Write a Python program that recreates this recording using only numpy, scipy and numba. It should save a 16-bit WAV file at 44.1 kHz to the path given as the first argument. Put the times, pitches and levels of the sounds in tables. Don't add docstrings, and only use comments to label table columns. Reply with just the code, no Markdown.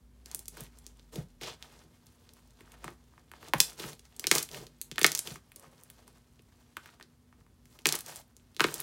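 import sys
import numpy as np
from scipy import signal
from scipy.fft import rfft, irfft, next_fast_len
from scipy.io import wavfile
from scipy.ndimage import uniform_filter1d
from numba import njit

SR = 44100
rng = np.random.default_rng(int(sys.argv[2]) if len(sys.argv) > 2 else 0)


def dump_mix(stems):
    frames = np.atleast_2d(stems).T
    limited = np.clip(frames, -1, 1)
    pcm = np.round(limited * 32767).astype(np.int16)
    wavfile.write(sys.argv[1], SR, pcm)


N = 388962
T = np.arange(N) / SR


# (time [s], peak level [dB], pitch [Hz], snap level [dB], blow level [dB])
POCKETS = [(0.258, -28, 5540, -53, -47), (0.313, -23.5, 6700, -44, -52), (0.346, -8, 9900, -35, -42),
           (0.391, -21, 9040.0, -35, -47), (0.455, -36, 6120, -39, -59), (0.48, -47, 9100, -18.5, -48),
           (0.569, -35.5, 1570, -34, -39), (0.785, -45, 9740.0, -38, -62), (0.864, -25, 6450, -53, -46),
           (0.994, -40.5, 3970, -63, -54), (1.156, -26, 3700.0, -30.5, -27), (1.411, -29, 2570.0, -37, -35),
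           (1.432, -23.5, 3150, -33, -35.5), (1.624, -24.5, 3700, -46, -62), (2.066, -48, 5600, -42.5, -67),
           (2.29, -37.5, 4070.0, -61, -64), (2.334, -50, 5980.0, -38.5, -54),
           (2.366, -49.5, 1200, -52, -85), (2.606, -37.5, 2110, -44, -42), (2.718, -41, 3040.0, -38, -72),
           (2.841, -23, 1210, -28.5, -33), (2.878, -24, 1220, -41, -33.5), (3.177, -40, 1150, -70, -54),
           (3.314, -31.5, 1600, -36.5, -46), (3.335, -32, 1100, -52, -54), (3.427, -33.5, 1200, -47, -40),
           (3.483, -33, 9050.0, -33, -43), (3.534, -2, 1070, -13.5, -24), (3.581, -34, 1320.0, -24, -40),
           (3.601, 8, 5470, -1.5, -29), (3.603, 2.5, 7960, -18, -56), (3.697, -39, 4760.0, -33, -64),
           (3.719, -39, 1470, -55, -58), (3.796, -25, 3800, -56, -30), (3.838, -24, 1560, -43, -33),
           (3.93, -31.5, 4330, -37, -58), (3.992, -40.5, 3610.0, -38.5, -54),
           (4.052, -44.5, 5030, -49.5, -63), (4.163, -37, 8320.0, -38, -53.5),
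           (4.194, -17.5, 9550.0, -21, -40), (4.24, -16.5, 2350, -31, -34), (4.268, -2, 5830, -31, -26.5),
           (4.312, 2.5, 2300, -3, -14), (4.351, -5.5, 6350, -14, -20), (4.358, -13, 1190, -13, -56),
           (4.381, -12, 4580.0, -11.5, -27), (4.426, -22, 10900.0, -14.5, -57),
           (4.488, -30, 3420, -35, -60), (4.513, -27, 5000, -37, -55), (4.544, -22.5, 2850, -39, -54),
           (4.666, -31.5, 4570, -40.5, -46), (4.813, -16, 11200, -19, -50),
           (4.913, -20.5, 3600, -34.5, -35), (4.957, -30, 3500.0, -38, -45), (4.98, -7.5, 1820, -37, -32),
           (4.99, -23, 1980.0, -16.5, -35), (5.013, -9.5, 2480, -14.5, -20.5), (5.03, -10, 6200, -18, -43),
           (5.043, 8, 2240, -12, -13), (5.063, -1, 6060, -10, -40), (5.117, -9, 6440.0, -23, -34),
           (5.127, -22, 5260.0, -36, -47.5), (5.149, -4, 6720, -42, -58), (5.174, -15.5, 6340.0, -26, -58),
           (5.182, -20, 7350.0, -26, -52), (5.19, -21, 8650.0, -9.5, -52), (5.272, -19, 3320.0, -28, -36),
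           (5.356, -29.5, 1200, -35, -44), (5.517, -37.5, 2460, -38, -67.5),
           (5.559, -31, 9400.0, -29, -47.5), (5.595, -38.5, 8840.0, -38, -57),
           (5.834, -30.5, 9900, -52, -57), (5.899, -36, 3530, -29.5, -65.5),
           (6.077, -42.5, 1126, -39, -49.5), (6.392, -44.5, 2760, -53.5, -47),
           (6.767, -19.5, 1550, -29.5, -42.5), (6.857, -33.5, 1680.0, -39, -50.5),
           (6.888, -39.5, 1410.0, -59, -60), (6.997, -38.5, 1156, -46.5, -54),
           (7.009, -34, 1887, -53.5, -51), (7.025, -32.5, 4400, -47.5, -51),
           (7.325, -44.5, 1225, -59.5, -59.5), (7.408, -52, 1306, -58, -65),
           (7.463, -50.5, 1103, -57.5, -65), (7.654, -48, 2220, -45, -59.5), (7.788, -35, 3090, -41, -47.5),
           (7.855, 0.5, 2520, -15.5, -19), (7.868, -0.5, 7350, -31, -22), (7.888, -4.5, 4670, -20, -38),
           (7.923, -4.5, 5770, -17, -30), (7.94, -20, 1100, -45, -27.5), (7.951, -15, 10600.0, -16, -36),
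           (7.988, -21, 10900.0, -27, -66), (8.006, -19, 11000, -28, -63), (8.061, -26.5, 6390.0, -31, -45),
           (8.158, -26, 8840, -29.5, -54), (8.365, -36, 6900, -47.5, -53.5), (8.545, -45, 3980, -48, -60),
           (8.564, -25.5, 4040, -45, -42.5), (8.595, -9.5, 1370, -26.5, -31), (8.604, 1, 1550, -48, -15),
           (8.615, -28, 2589, -20, -41), (8.639, -9.5, 2800.0, -34, -36), (8.641, -3, 1360, -50, -11),
           (8.684, -21.5, 1690, -37, -32), (8.74, -17, 9200, -17.5, -33), (8.795, -30.5, 1110, -38, -47),
           (8.801, -11, 11300.0, -25, -54)]
def pops(travel_s=.0016):
    time, db, hz, snap_db, blow_db = np.transpose(POCKETS)
    onset = samples(time + travel_s)
    chance = rng.random((len(time), 32)).T
    ring_cycles = .21 * (hz / 3000) ** .25 * 2 ** (-(db + 20.5) / 60)
    bursts = grains(onset, hz, ring_cycles, db)
    bursts += grains(onset, hz, cycles=1.1, db=db - 16)
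    for k, (late, pitch) in enumerate(chance[:8].reshape(4, 2, -1)):
        tear = onset + samples(min(k, 1) * late * .003)
        bursts += grains(tear, hz=5500 + 7000 * pitch, cycles=.31, db=snap_db - k)
    for late, pitch, softness in chance[8:].reshape(8, 3, -1):
        cell_hz = np.minimum(hz * 2 ** (2.2 * pitch - .8), .35 * SR)
        cell_db = db - 12 - 15 * late - 6 * softness
        bursts += grains(onset + samples(late * .014), cell_hz, cycles=.39, db=cell_db)
    blow = grains(onset, hz=360, cycles=.24, db=blow_db)
    bass_cut = signal.butter(4, 110, "high", fs=SR, output="sos")
    return signal.sosfilt(bass_cut, bursts + .3 * blow + table_top(blow))


def foam(count, lo_hz, hi_hz, scatter_db):
    when, pitch, chance = rng.random((count, 3)).T
    hz = lo_hz * (hi_hz / lo_hz) ** pitch
    cells = grains((when * N).astype(np.int64), hz, cycles=.41, db=-scatter_db * np.log(1 - chance))
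    return level(cells, 0)


# (time [s], crackle level [dB])
HANDLING = [(0, -98), (0.27, -76), (0.75, -77), (1.3, -80), (1.9, -76), (2.5, -75), (3.1, -79.5),
            (4.0, -74.5), (4.75, -79), (5.45, -79.5), (6.0, -72.5), (6.3, -81), (6.7, -77.5), (7.2, -86.5),
            (8.4, -83), (8.82, -78)]
# (start [s], fullest [s], end [s], crackle [dB], rasp [dB], fizz [dB], weight on the table [dB])
SQUEEZE_SWELLS = [(0.232, 0.29, 0.53, -66, -69, -66, -73), (0.502, 0.6, 0.7, -61, -58, -57.5, -56),
                  (1.115, 1.141, 1.27, -65, -59.5, -56, -48.5), (1.399, 1.44, 1.568, -50, -45.5, -57, -48),
                  (1.567, 1.66, 1.93, -63, -65, -66, -63.5), (2.583, 2.6, 3.04, -65, -73, -73, -71),
                  (2.767, 2.887, 2.94, -56.5, -61, -65, -56), (3.294, 3.49, 3.51, -59.5, -61, -64, -58.5),
                  (3.53, 3.623, 3.8, -56.5, -55, -52.5, -59), (3.76, 3.826, 3.97, -53.5, -51, -49.5, -49),
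                  (4.163, 4.27, 4.3, -58.5, -61.5, -64, -62), (4.318, 4.322, 4.47, -41.5, -41, -36, -44.5),
                  (4.49, 4.54, 4.683, -55.5, -51.5, -49.5, -48.5),
                  (4.898, 5.065, 5.32, -56.5, -56.5, -66, -57), (5.224, 5.285, 5.4, -55, -53, -48.5, -51.5),
                  (5.52, 5.619, 5.97, -68, -74, -71.5, -67), (6.76, 6.846, 7, -68.5, -67, -70.5, -76),
                  (6.968, 7.022, 6.68, -58.5, -62, -63, -61), (7.614, 7.716, 7.9, -75.5, -75, -69.5, -70.5),
                  (7.844, 7.876, 8.04, -47.5, -46.5, -51, -64), (8.032, 8.086, 8.255, -56, -56, -52, -59),
                  (8.588, 8.61, 13, -53.5, -54.5, -48.5, -54), (8.672, 8.74, 8.67, -47, -47, -43, -50.5)]
def kneading():
    db = np.interp(T, *np.transpose(HANDLING))
    power = undb([db, db, db + 1, -73 + .4 * (db + 75.5)]) ** 2
    for start, fullest, end, *peak_db in SQUEEZE_SWELLS:
        span = slice(int(start * SR), int(end * SR))
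        swell = np.sin(np.pi / 2 * np.interp(T[span], [start, fullest, end], [0, 1, 0])) ** 1.59
        power[:, span] += (undb(peak_db)[:, None] * swell) ** 2
    crackle, rasp, fizz, weight = np.sqrt(power)
    patches = walk(60)
    crackle *= undb(4.6 * patches) * foam(count=14000, lo_hz=650, hi_hz=2300, scatter_db=2)
    rasp *= undb(2.9 * patches) * foam(count=18000, lo_hz=2620, hi_hz=5800, scatter_db=2.5)
    fizz *= undb(2.6 * patches) * foam(count=40000, lo_hz=5140, hi_hz=15500, scatter_db=3.5)
    shove = table_top(rng.standard_normal(N)) + .18 * band(rng.standard_normal(N), 150, 680)
    weight *= undb(3.6 * walk(29)) * level(shove, 0)
    return crackle + rasp + fizz + weight


# (frequency [Hz], bandwidth [Hz], gain [dB])
TABLE_MODES = [(153.3, 15, 9.5), (340, 84, -4), (421, 60, -1.5)]
def table_top(push):
    return sum(undb(db) * band(push, hz - width / 2, hz + width / 2, order=1)
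               for hz, width, db in TABLE_MODES)


# (time [s], level [dB])
HAND_LANDINGS = [(0.606, -38), (1.174, -26), (1.452, -54), (2.852, -40.5), (3.545, -27.5), (3.841, -35),
                 (4.326, -40.5), (4.577, -39.5), (4.912, -39.5), (5.051, -37.5), (5.306, -36),
                 (8.642, -38.5)]
def thuds():
    time, db = np.transpose(HAND_LANDINGS)
    flexing = grains(samples(time), hz=TABLE_MODES[0][0], cycles=.74, db=db)
    rocking = grains(samples(time), hz=80, cycles=.56, db=db - 15)
    return flexing + rocking


def squeak(start_s=5.55, fullest_s=5.58, end_s=5.92, sag_hz_per_s=151.5):
    hz = 1110.5 - sag_hz_per_s * (T - start_s) + 16.1 * walk(32)
    phase = 2 * np.pi * np.cumsum(hz) / SR
    envelope = np.interp(T, [start_s, fullest_s, end_s], [0, 1, 0]) * undb(-73 + 3 * walk(25))
    return envelope * (np.sin(phase) + undb(2) * np.sin(phase / 2))


# (delay [s], gain [dB])
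REFLECTIONS = [(.0032, -15.5), (.0065, -26.5), (.0098, -24.5), (0.0121, -24.5)]
def room(sound, low_t60_s=.24, high_t60_s=.2, tail_db=-11):
    t = T[:SR // 2]
    low = band(rng.standard_normal(len(t)), 53, 1800) * undb(-60 * t / low_t60_s)
    high = band(rng.standard_normal(len(t)), 2400, 13000) * undb(-60 * t / high_t60_s)
    response = (.87 * low + high) * np.minimum(t / .00071, 1)
    response *= undb(tail_db) / np.sqrt(np.sum(response ** 2))
    response[0] = 1
    for delay, db in REFLECTIONS:
        response[int(delay * SR)] += undb(db)
    return signal.fftconvolve(sound, response)[:N]


# (frequency [Hz], relative spectral density [dB])
AIR_SPECTRUM = [(29, -34), (50, 3.5), (141, 0), (193, -6), (240, -4.5), (306, -11.5), (661, -22),
                (1050, -23), (2440, -29.5), (11100, -32.5), (16000, -37.5)]
def room_air():
    hz, db = np.transpose(AIR_SPECTRUM)
    f = np.arange(N // 2 + 1) * SR / N + 1e-9
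    colour = undb(np.interp(np.log(f), np.log(hz), db))
    return level(irfft(rfft(rng.standard_normal(N)) * colour, N), db=-64)


def mains_hum(hz=242.7, db=-71):
    return np.sqrt(2) * undb(db + 1.5 * walk(5)) * np.sin(2 * np.pi * hz * T)


# (time [s], level [dB])
DRONE_LEVELS = [(0.0, -57), (0.76, -57), (1.25, -57.5), (2.11, -76), (2.53, -63.5), (2.77, -56),
                (3.17, -67.5), (4.67, -64), (5.7, -71), (6.29, -68), (8.82, -83)]
def drone():
    hz = 54 + 8.2 * walk(7.7)
    db = np.interp(T, *np.transpose(DRONE_LEVELS)) + 2.1 * walk(9.8)
    return undb(db) * np.sin(2 * np.pi * np.cumsum(hz) / SR)


def grains(onset, hz, cycles, db):
    return sum_grains(*np.broadcast_arrays(onset, hz, cycles, undb(db)))


@njit
def sum_grains(onset, hz, cycles, peak):
    out = np.zeros(N)
    for k in range(len(onset)):
        tau = cycles[k] * SR / hz[k]
        pole = np.exp(2j * np.pi * hz[k] / SR - 1 / tau)
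        net = pole / (1 - pole) ** 2
        phasor = peak[k] * np.e / tau * abs(net) / net
        for i in range(min(N - onset[k], int(9 * tau) + 2)):
            out[onset[k] + i] += i * phasor.imag
            phasor *= pole
    return out


def walk(rate_hz):
    step = int(SR / rate_hz)
    return uniform_filter1d(np.repeat(rng.standard_normal(N // step + 1), step), step)[:N]


def band(x, lo_hz, hi_hz, order=2):
    return signal.sosfilt(signal.butter(order, [lo_hz, hi_hz], "band", fs=SR, output="sos"), x)


def samples(seconds):
    return (seconds * SR).astype(np.int64)


def undb(db):
    return 10 ** (np.asarray(db) / 20)


def level(x, db):
    return x * undb(db) / np.sqrt(np.mean(x ** 2))


def scene():
    slime = room(pops() + kneading() + thuds())
    return (slime + room_air() + mains_hum() + drone() + squeak())[None]


def record(dry, lag_cycles=1.7, lag_fade_hz=2600, bass_cut_hz=30, clip=.74, top_hz=15900):
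    size = next_fast_len(N + SR // 2)
    f = np.maximum(np.arange(size // 2 + 1) * SR / size, 1.)
    lag = np.exp(-2j * np.pi * lag_cycles * np.log(np.maximum(f, 30.) / (f + lag_fade_hz)))
    high_pass = 1 / np.sqrt(1 + (bass_cut_hz / f) ** 8)
    lagged = irfft(rfft(dry, size) * lag * high_pass, size)[:, :N]
    low_pass = signal.ellip(10, .2, 70, top_hz, fs=SR, output="sos")
    return signal.sosfilt(low_pass, np.clip(lagged, -clip, clip))


dry = scene()
out = record(dry)
dump_mix(out)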